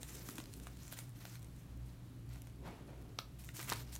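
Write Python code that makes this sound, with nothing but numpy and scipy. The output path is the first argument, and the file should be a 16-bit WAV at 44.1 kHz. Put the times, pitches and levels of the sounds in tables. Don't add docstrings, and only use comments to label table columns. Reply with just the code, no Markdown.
import sys
import numpy as np
from scipy import signal
from scipy.fft import rfft, irfft
from scipy.io import wavfile

SR = 44100
rng = np.random.default_rng(int(sys.argv[2]) if len(sys.argv) > 2 else 0)


def magnitude_from_level(level_db):
    exponent = np.asarray(level_db, float) / 20
    return 10 ** exponent


def wav_out(sig):
    wavfile.write(sys.argv[1], SR, np.round(np.clip(np.atleast_2d(sig).T, -1, 1) * 32767).astype(np.int16))


N = 175959
T = np.arange(N) / SR

# (start [s], length [s], level [dB],
# centre [Hz], dull body re level [dB])
STROKES = [(.0, 0.047, -60.5, 8400, -7.5), (0.058, 0.11, -57, 7100, -9), (0.168, 0.15, -62.5, 11800, -5.5),
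           (0.244, 0.08, -60, 7540, -28), (0.337, 0.077, -59, 7100, -10), (0.448, 0.072, -68, 5760, -14),
           (0.514, 0.066, -65.5, 9250, -31), (0.558, 0.041, -72, 9600, -28),
           (0.614, 0.064, -63.5, 8700, -6.5), (0.693, 0.12, -68, 5000, -9), (0.799, 0.11, -62, 7060, -10),
           (0.908, 0.032, -56.5, 7700, -9), (0.963, 0.036, -56, 9200, -7.5), (1.017, 0.079, -71, 8060, -8),
           (1.147, 0.045, -67, 6100, -8), (1.199, 0.025, -60.5, 5000, -5.5), (1.231, 0.13, -63, 5700, -7),
           (1.378, 0.18, -76, 7500, -21), (1.553, 0.069, -71.5, 7000, -6), (1.846, 0.062, -73.5, 7600, -15),
           (2.28, 0.1, -67.5, 5000, -4), (2.43, 0.057, -74, 6100, -27), (2.65, 0.035, -71, 5000, -6),
                (3.184, 0.0046, -58.5, 12000, -27), (3.386, 0.024, -59, 4080, -17),
                (3.429, 0.085, -65, 7840, -15), (3.536, 0.068, -53, 7200, -11),
                (3.6, 0.061, -57.5, 9200, -6.5), (3.671, 0.06, -50.5, 6850, -2),
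                (3.745, 0.072, -57.5, 5540, -8.5), (3.86, 0.068, -66.5, 5000, -3.5),
                (3.918, 0.039, -56.5, 7860, -17)]
# (frequency [Hz], density [dB per Hz])
FILM_SPECTRUM = [(1180, -97), (2000, -18), (3250, -2), (5720, 0), (10500, -1), (14800, 0.5), (16100, -18),
                 (16500, -56)]
# (time [s], peak level [dB], centre [Hz], low knock re
# peak [dB])
SNAPS = [(0.0307, -35.5, 9200, -16), (0.2883, -42.5, 8300, -1), (0.3074, -54, 6140, -30),
         (0.382, -36, 4100, -6.5), (0.4014, -42.5, 3870, -2.5), (0.439, -47.5, 5620, -28),
         (0.457, -45.5, 5600, -15), (0.5379, -40.5, 9200, -36), (0.599, -48.5, 9100, -12),
         (0.6695, -44.5, 8400, 4), (0.822, -55, 6140, -28), (0.8796, -46, 8200, -39),
         (0.921, -42.5, 12700, -15), (0.9254, -37.5, 12500, -8.5), (0.9414, -59, 7260, -21),
         (0.9886, -36.5, 8750, -9.5), (1.003, -49, 8300, -15), (1.2528, -41, 5850, -2),
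         (1.355, -45.5, 4270, -7.5), (1.445, -50, 9300, -32),
         (2.359, -53.5, 3800, 0.5), (2.419, -48.5, 3230, -17), (2.4711, -54.5, 9660, 1.5),
              (3.3962, -48.5, 3030, -42), (3.4391, -48, 3150, -30), (3.4896, -45.5, 4140, 1.5),
              (3.561, -46, 8000, -34), (3.5934, -40.5, 5700, -1), (3.6005, -47, 5000, 5),
              (3.628, -37, 12500, -12), (3.693, -30, 3600, -13.5), (3.6994, -29, 7200, -17),
              (3.7242, -30.5, 4900, -2), (3.7342, -34, 3840, -24), (3.7577, -39.5, 4530, -29),
              (3.9529, -36, 7600, -23), (3.9614, -37.5, 7700, -12.5)]
# (time [s], peak level [dB], centre [Hz])
CREASES = [(0.0183, -45, 8500), (0.105, -43, 5370), (0.154, -38, 9190), (0.1684, -46, 5930),
           (0.1934, -45, 7260), (0.2289, -49, 7800), (0.263, -44, 9300), (0.287, -37, 8000),
           (0.2974, -38, 12000), (0.3074, -38, 6170), (0.3264, -50, 6980), (0.3556, -39, 6480),
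           (0.634, -51, 8600), (0.77, -46, 5320), (0.8324, -45, 5960), (0.943, -47, 7260),
           (1.0394, -58, 6720), (1.0934, -47, 12600), (1.1194, -59, 5320), (1.297, -46, 6090),
           (1.3634, -50, 7070), (1.3934, -48, 8690), (1.4207, -51, 6790), (1.428, -44.5, 7020),
           (1.5633, -52, 6410), (1.6034, -57, 8340), (1.773, -50, 11200), (2.2914, -50, 8510),
           (2.3124, -60, 6240), (2.3307, -50, 7000), (2.3363, -50, 6040), (2.4186, -43.5, 7250),
           (2.4977, -54, 5290), (2.6064, -60, 4590), (2.677, -53, 5280), (2.7107, -51, 6850),
           (2.7704, -56, 6040), (2.8094, -64, 5820), (2.8683, -56, 12300), (2.877, -52.5, 7040),
           (2.9054, -55, 10900), (2.9764, -61, 11100), (3.0154, -55, 5940), (3.0224, -52.5, 8520),
           (3.0924, -56, 4510), (3.4454, -41, 8470), (3.5418, -46, 9830), (3.5677, -37, 6880),
           (3.6004, -38, 5990), (3.643, -38, 9980), (3.706, -42, 6820), (3.7145, -31, 4870),
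           (3.7674, -40, 4650)]
# (time [s], peak level [dB], share of sharp crack [0-1], share of body ring [0-1])
TAPS = [
    (3.1871, -35, 1, 0.34),
    (3.1887, -15, 0.94, 0.14),
    (3.7206, -26.5, 0.1, 0.8),
    (3.73, -31, 0.17, 0.31),
]
# (frequency [Hz], level [dB], T60 [s])
CARD_MODES = [(1310, -3, 0.022), (1750, -7, .012)]
BASKET_MODES = [(960, -27, 0.012), (950, -9, 0.04), (1107, 0.5, 0.014), (480, -14, 0.036), (1700, 1, 0.005)]
# (time [s], peak level [dB], frequency [Hz])
BUMPS = [
    (.29, -43.5, 278),
    (.387, -38, 297),
    (.925, -48, 616),
    (3.59, -44, 344),
]
# (start [s], level [dB], rise [s], decay [s])
PUFFS = [
    (2.599, -50.5, 0.074, 0.092),
    (2.861, -62.5, 0.024, 0.13),
    (3.02, -79, 0.024, 0.055),
]
# (frequency [Hz], density [dB per Hz])
PUFF_SPECTRUM = [(120, -9), (200, -5), (400, -4), (800, -6.5), (1500, -15.5), (2240, -18), (12000, -40),
                 (15600, -72), (22000, -120)]
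# (centre [s], level [dB], half width [s])
SHIFTS = [
    (.25, -62, 0.32),
    (.62, -69, .12),
    (2.65, -57, 0.068),
    (3.0, -62, 0.19),
    (3.8, -62.5, 0.17),
]
# (frequency [Hz], rms level [dB], width of wavering [Hz])
FAN_TONES = [(60.36, -56, 2.32), (276, -69, 13), (184.2, -69, 11.2)]
# (centre [s], rise [dB], half width [s])
FAN_SWELLS = [
    (1.07, 8, 0.072),
    (1.38, 9, 0.1),
    (1.83, 10, 0.048),
    (2.3, 9, 0.16),
    (3.75, 10, 0.12),
]
# (frequency [Hz], density [dB per Hz])
RUMBLE_SPECTRUM = [(30, -1.5), (50, 1), (78, -5), (100, -3.5), (140, 1.5), (200, -8), (320, -10.5),
                   (600, -30.5)]
HISS_SPECTRUM = [(550, -2), (2000, -10.5), (4600, -13.5), (5100, -15.5), (8000, -17), (10400, -19.5),
                 (10900, -16.5), (15800, -21)]
# (frequency [Hz], width [Hz], depth [0-1])
MIC_DIPS = [(4790, 296, 0.15), (10500, 260, 0.3)]

STROKE_RISE, STROKE_FALL_S = 0.29, 0.021
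PATCH_DB, PATCH_OCTAVES = 5, 0.35
GRAINS_PER_S, GRAIN_SPREAD_DB, GRAIN_T60_S = 5000, 1.395, 0.00118
CLUMP_DB, FLICKER_DB, RUSTLE_DB = 1.8, 2.5, 0.5
HISS_SHARE, TICKS_PER_S, TICK_DB = 0.61, 12, 4
SNAP_S, SNAP_TRIM_DB, SNAP_BROAD, SNAP_T60_S = 0.002, 1.5, 1.3, 0.0015
KNOCK_S, KNOCK_TRIM_DB = 0.0016, 2
CREASE_S, CREASE_TRIM_DB, CREASE_SPAN = 0.00064, -3.5, 2.02
CRACK_HZ, CRACK_T60_S, BUMP_CYCLES = 4300, 0.001, 14.7
ROOM_T60_S, ROOM_DB, WALL_HZ = 0.23, -12.5, 5000
RUMBLE_DB, HISS_DB = -56, -68
BEAT_HZ, BEAT_DB = 119, -58.5
BUZZ_HZ, BUZZ_T60_S, BUZZ_DB = 10950, 0.005, -84


def rms_one(x):
    return x / np.sqrt(np.mean(x ** 2) + 1e-20)


def drift(rate):
    r = np.exp(-80 * np.pi * rate / SR)
    noise = rng.standard_normal(N // 40 + 2002)
    slow = signal.lfilter([1], [1, -2 * r, r * r], noise)[2000:]
    return np.interp(np.arange(N) / 40, np.arange(len(slow)), rms_one(slow))


def ring(x, hz, t60):
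    r, w = magnitude_from_level(-60 / (t60 * SR)), 2 * np.pi * hz / SR
    return signal.lfilter([0, np.sin(w)], [1, -2 * r * np.cos(w), r * r], x + 1e-18)


def colour(x, spectrum):
    f = np.arange(N // 2 + 1) * SR / N + 1
    hz, db = np.transpose(spectrum)
    edge = np.minimum(1, (f / hz[0]) ** 2) * np.minimum(1, (hz[-1] / f) ** 2)
    gain = magnitude_from_level(np.interp(np.log(f), np.log(hz), db)) * edge
    return rms_one(irfft(rfft(x) * gain, N))


def band(x, low_hz, high_hz):
    return signal.sosfilt(signal.butter(2, [low_hz, high_hz], "band", fs=SR, output="sos"), x)


def rustle():
    pitches = np.linspace(1500, 16000, num=16)
    gains, dull_gain = np.zeros((len(pitches), N)), np.zeros(N)
    for s, length, db, hz, dull_db in STROKES:
        on = slice(int(s * SR), int((s + length + 8 * STROKE_FALL_S) * SR))
        since = T[on] - s
        rise = np.minimum(1, since / (STROKE_RISE * length))
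        shape = magnitude_from_level(db) * rise * np.exp(-np.maximum(0, since - length) / STROKE_FALL_S)
        patch = magnitude_from_level(PATCH_DB * np.exp(-(np.log2(pitches / hz) / PATCH_OCTAVES) ** 2))
        gains[:, on] += np.outer(rms_one(patch), shape)
        dull_gain[on] += magnitude_from_level(dull_db) * shape

    sizes = magnitude_from_level(GRAIN_SPREAD_DB * np.minimum(rng.exponential(1, N), 5)) * rng.choice([-1, 1], N)
    happens = rng.random(N) < GRAINS_PER_S * magnitude_from_level(CLUMP_DB * drift(40)) / SR
    grains = rms_one(sizes * happens)
    dealt = rng.integers(0, len(pitches), N)
    clump = magnitude_from_level(RUSTLE_DB + CLUMP_DB * 0.5 * drift(42))
    ticks = np.convolve(rng.random(N) < TICKS_PER_S / SR, np.hanning(50))[:N]
    ticks = ticks * rng.standard_normal(N) * magnitude_from_level(TICK_DB)

    out = dull_gain * rms_one(band(grains + rng.standard_normal(N), 770, 2880))
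    film_hz, film_db = np.transpose(FILM_SPECTRUM)
    for k, hz in enumerate(pitches):
        friction = HISS_SHARE / 4 * rng.standard_normal(N)
        drive = grains * (dealt == k) + ticks * magnitude_from_level(2 * drift(33)) / 2 + friction
        ringing = rms_one(ring(ring(drive, hz, GRAIN_T60_S), hz, GRAIN_T60_S))
        level = magnitude_from_level(np.interp(hz, film_hz, film_db) + FLICKER_DB * drift(18)) / 4
        out += gains[k] * level * ringing
    return clump * out


def snaps():
    out, t = np.zeros(N + 800), np.arange(800) / SR
    for s, db, hz, low_db in SNAPS:
        a, b = rng.standard_normal((2, len(t)))
        burst = a * np.sqrt(t / SNAP_S) * np.exp(-t / SNAP_S * 2)
        bright = rms_one(ring(burst, hz, SNAP_T60_S))
        bright = bright + SNAP_BROAD * rms_one(band(burst, 2200, 12500))
        knock = band(b * np.exp(-t / KNOCK_S), 606, 2100)
        knock_gain = magnitude_from_level(low_db + KNOCK_TRIM_DB)
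        one = bright / np.abs(bright).max() + knock_gain * knock / np.abs(knock).max()
        start = int(s * SR)
        out[start:start + len(t)] += magnitude_from_level(db + SNAP_TRIM_DB) * one
    return out[:N]


def creases():
    out, t = np.zeros(N + 300), np.arange(300) / SR
    for s, db, hz in CREASES:
        burst = rng.standard_normal(len(t)) * t * np.exp(-t / CREASE_S)
        one = band(burst, hz / CREASE_SPAN, min(hz * CREASE_SPAN, 18000))
        start = int(s * SR)
        out[start:start + len(t)] += magnitude_from_level(db + CREASE_TRIM_DB) * one / np.abs(one).max()
    return out[:N]


def taps():
    out = np.zeros(N)
    for s, db, crack, body in TAPS:
        click = np.zeros(N)
        click[int(s * SR)] = magnitude_from_level(db)
        rattle = np.convolve(click, rng.standard_normal(300) * np.hanning(300))[130:N + 130]
        sharp = ring(ring(click, CRACK_HZ, CRACK_T60_S), CRACK_HZ, CRACK_T60_S / 2)
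        out += crack * (0.42 * sharp + 0.12 * band(rattle, 1500, 6200) + 0.015 * rattle)
        soft = np.convolve(click, np.hanning(12) / 5)[:N]
        modes = CARD_MODES if s < 3.5 else BASKET_MODES
        out += body * sum(magnitude_from_level(d) * ring(soft, hz, t60) for hz, d, t60 in modes)
    return out


def bumps():
    out = np.zeros(N)
    for s, db, hz in BUMPS:
        t = np.clip(T - s, 0, 1)
        out += magnitude_from_level(db) * np.sin(2 * np.pi * hz * t) * magnitude_from_level(-60 * t * hz / BUMP_CYCLES)
    return out


def puff():
    flow = np.zeros(N)
    for s, db, rise, decay in PUFFS:
        swell = np.clip((T - s) / rise, 0, 1) ** 2
        flow += magnitude_from_level(db) * swell * np.exp(-np.clip(T - s - rise, 0, 2) / decay)
    return flow * magnitude_from_level(drift(34)) * colour(rng.standard_normal(N), PUFF_SPECTRUM)


def bedding():
    swell = sum(magnitude_from_level(db) * np.exp(-((T - s) / half) ** 2) for s, db, half in SHIFTS)
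    return swell * magnitude_from_level(2.6 * drift(9.2)) * rms_one(band(rng.standard_normal(N), 160, 420))


def room(x):
    t = np.arange(SR // 2) / SR
    noise = rng.standard_normal((2, len(t))) * (t > 0.003)
    low = signal.lfilter([1], [1, -np.exp(-2 * np.pi * WALL_HZ / SR)], noise[0])
    low = low * magnitude_from_level(-60 * t / ROOM_T60_S)
    tail = low + 0.26 * noise[1] * magnitude_from_level(-60 * t / (0.59 * ROOM_T60_S))
    return signal.fftconvolve(x, tail / np.sqrt(np.sum(tail ** 2)))[:N]


def fan():
    out, phase = np.zeros(N), 2 * np.pi * T
    for hz, db, width in FAN_TONES:
        steady = np.exp(-width / 3)
        in_step = (steady + (1 - steady) * drift(width)) * np.sin(hz * phase)
        out += magnitude_from_level(db) * rms_one(in_step + (1 - steady) * drift(width) * np.cos(hz * phase))
    swell_db = sum(db * np.exp(-((T - s) / half) ** 2) for s, db, half in FAN_SWELLS)
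    return out + magnitude_from_level(BEAT_DB + swell_db) * rms_one(np.sin(BEAT_HZ * phase + 1.27 * drift(3.3)))


def noise_floor():
    rumble = magnitude_from_level(RUMBLE_DB + drift(6)) * colour(rng.standard_normal(N), RUMBLE_SPECTRUM)
    hiss = magnitude_from_level(HISS_DB + 0.5 * drift(8)) * colour(rng.standard_normal(N), HISS_SPECTRUM)
    gate = np.maximum(0, np.sin(np.pi * FAN_TONES[0][0] * T)) ** 2
    buzz = rms_one(ring(gate * rng.standard_normal(N), BUZZ_HZ, BUZZ_T60_S))
    return rumble + hiss + magnitude_from_level(BUZZ_DB) * buzz


def scene():
    toy = rustle() + snaps() + taps() + bumps() + puff()
    mix = toy + magnitude_from_level(ROOM_DB) * room(toy) + creases() + bedding() + fan() + noise_floor()
    return mix[None]


def roll_off(x):
    return signal.sosfilt(signal.butter(12, 16670, fs=SR, output="sos"), x)


def record(dry):
    f = np.arange(N // 2 + 1) * SR / N
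    gain = f ** 4 / (f ** 4 + 33.0 ** 4) / (1 + (f / 16050) ** 120)
    for hz, width, depth in MIC_DIPS:
        gain = gain * (1 - depth * np.exp(-((f - hz) / width) ** 2))
    return roll_off(irfft(rfft(dry) * gain, N))


dry = scene()
out = record(dry)
wav_out(out)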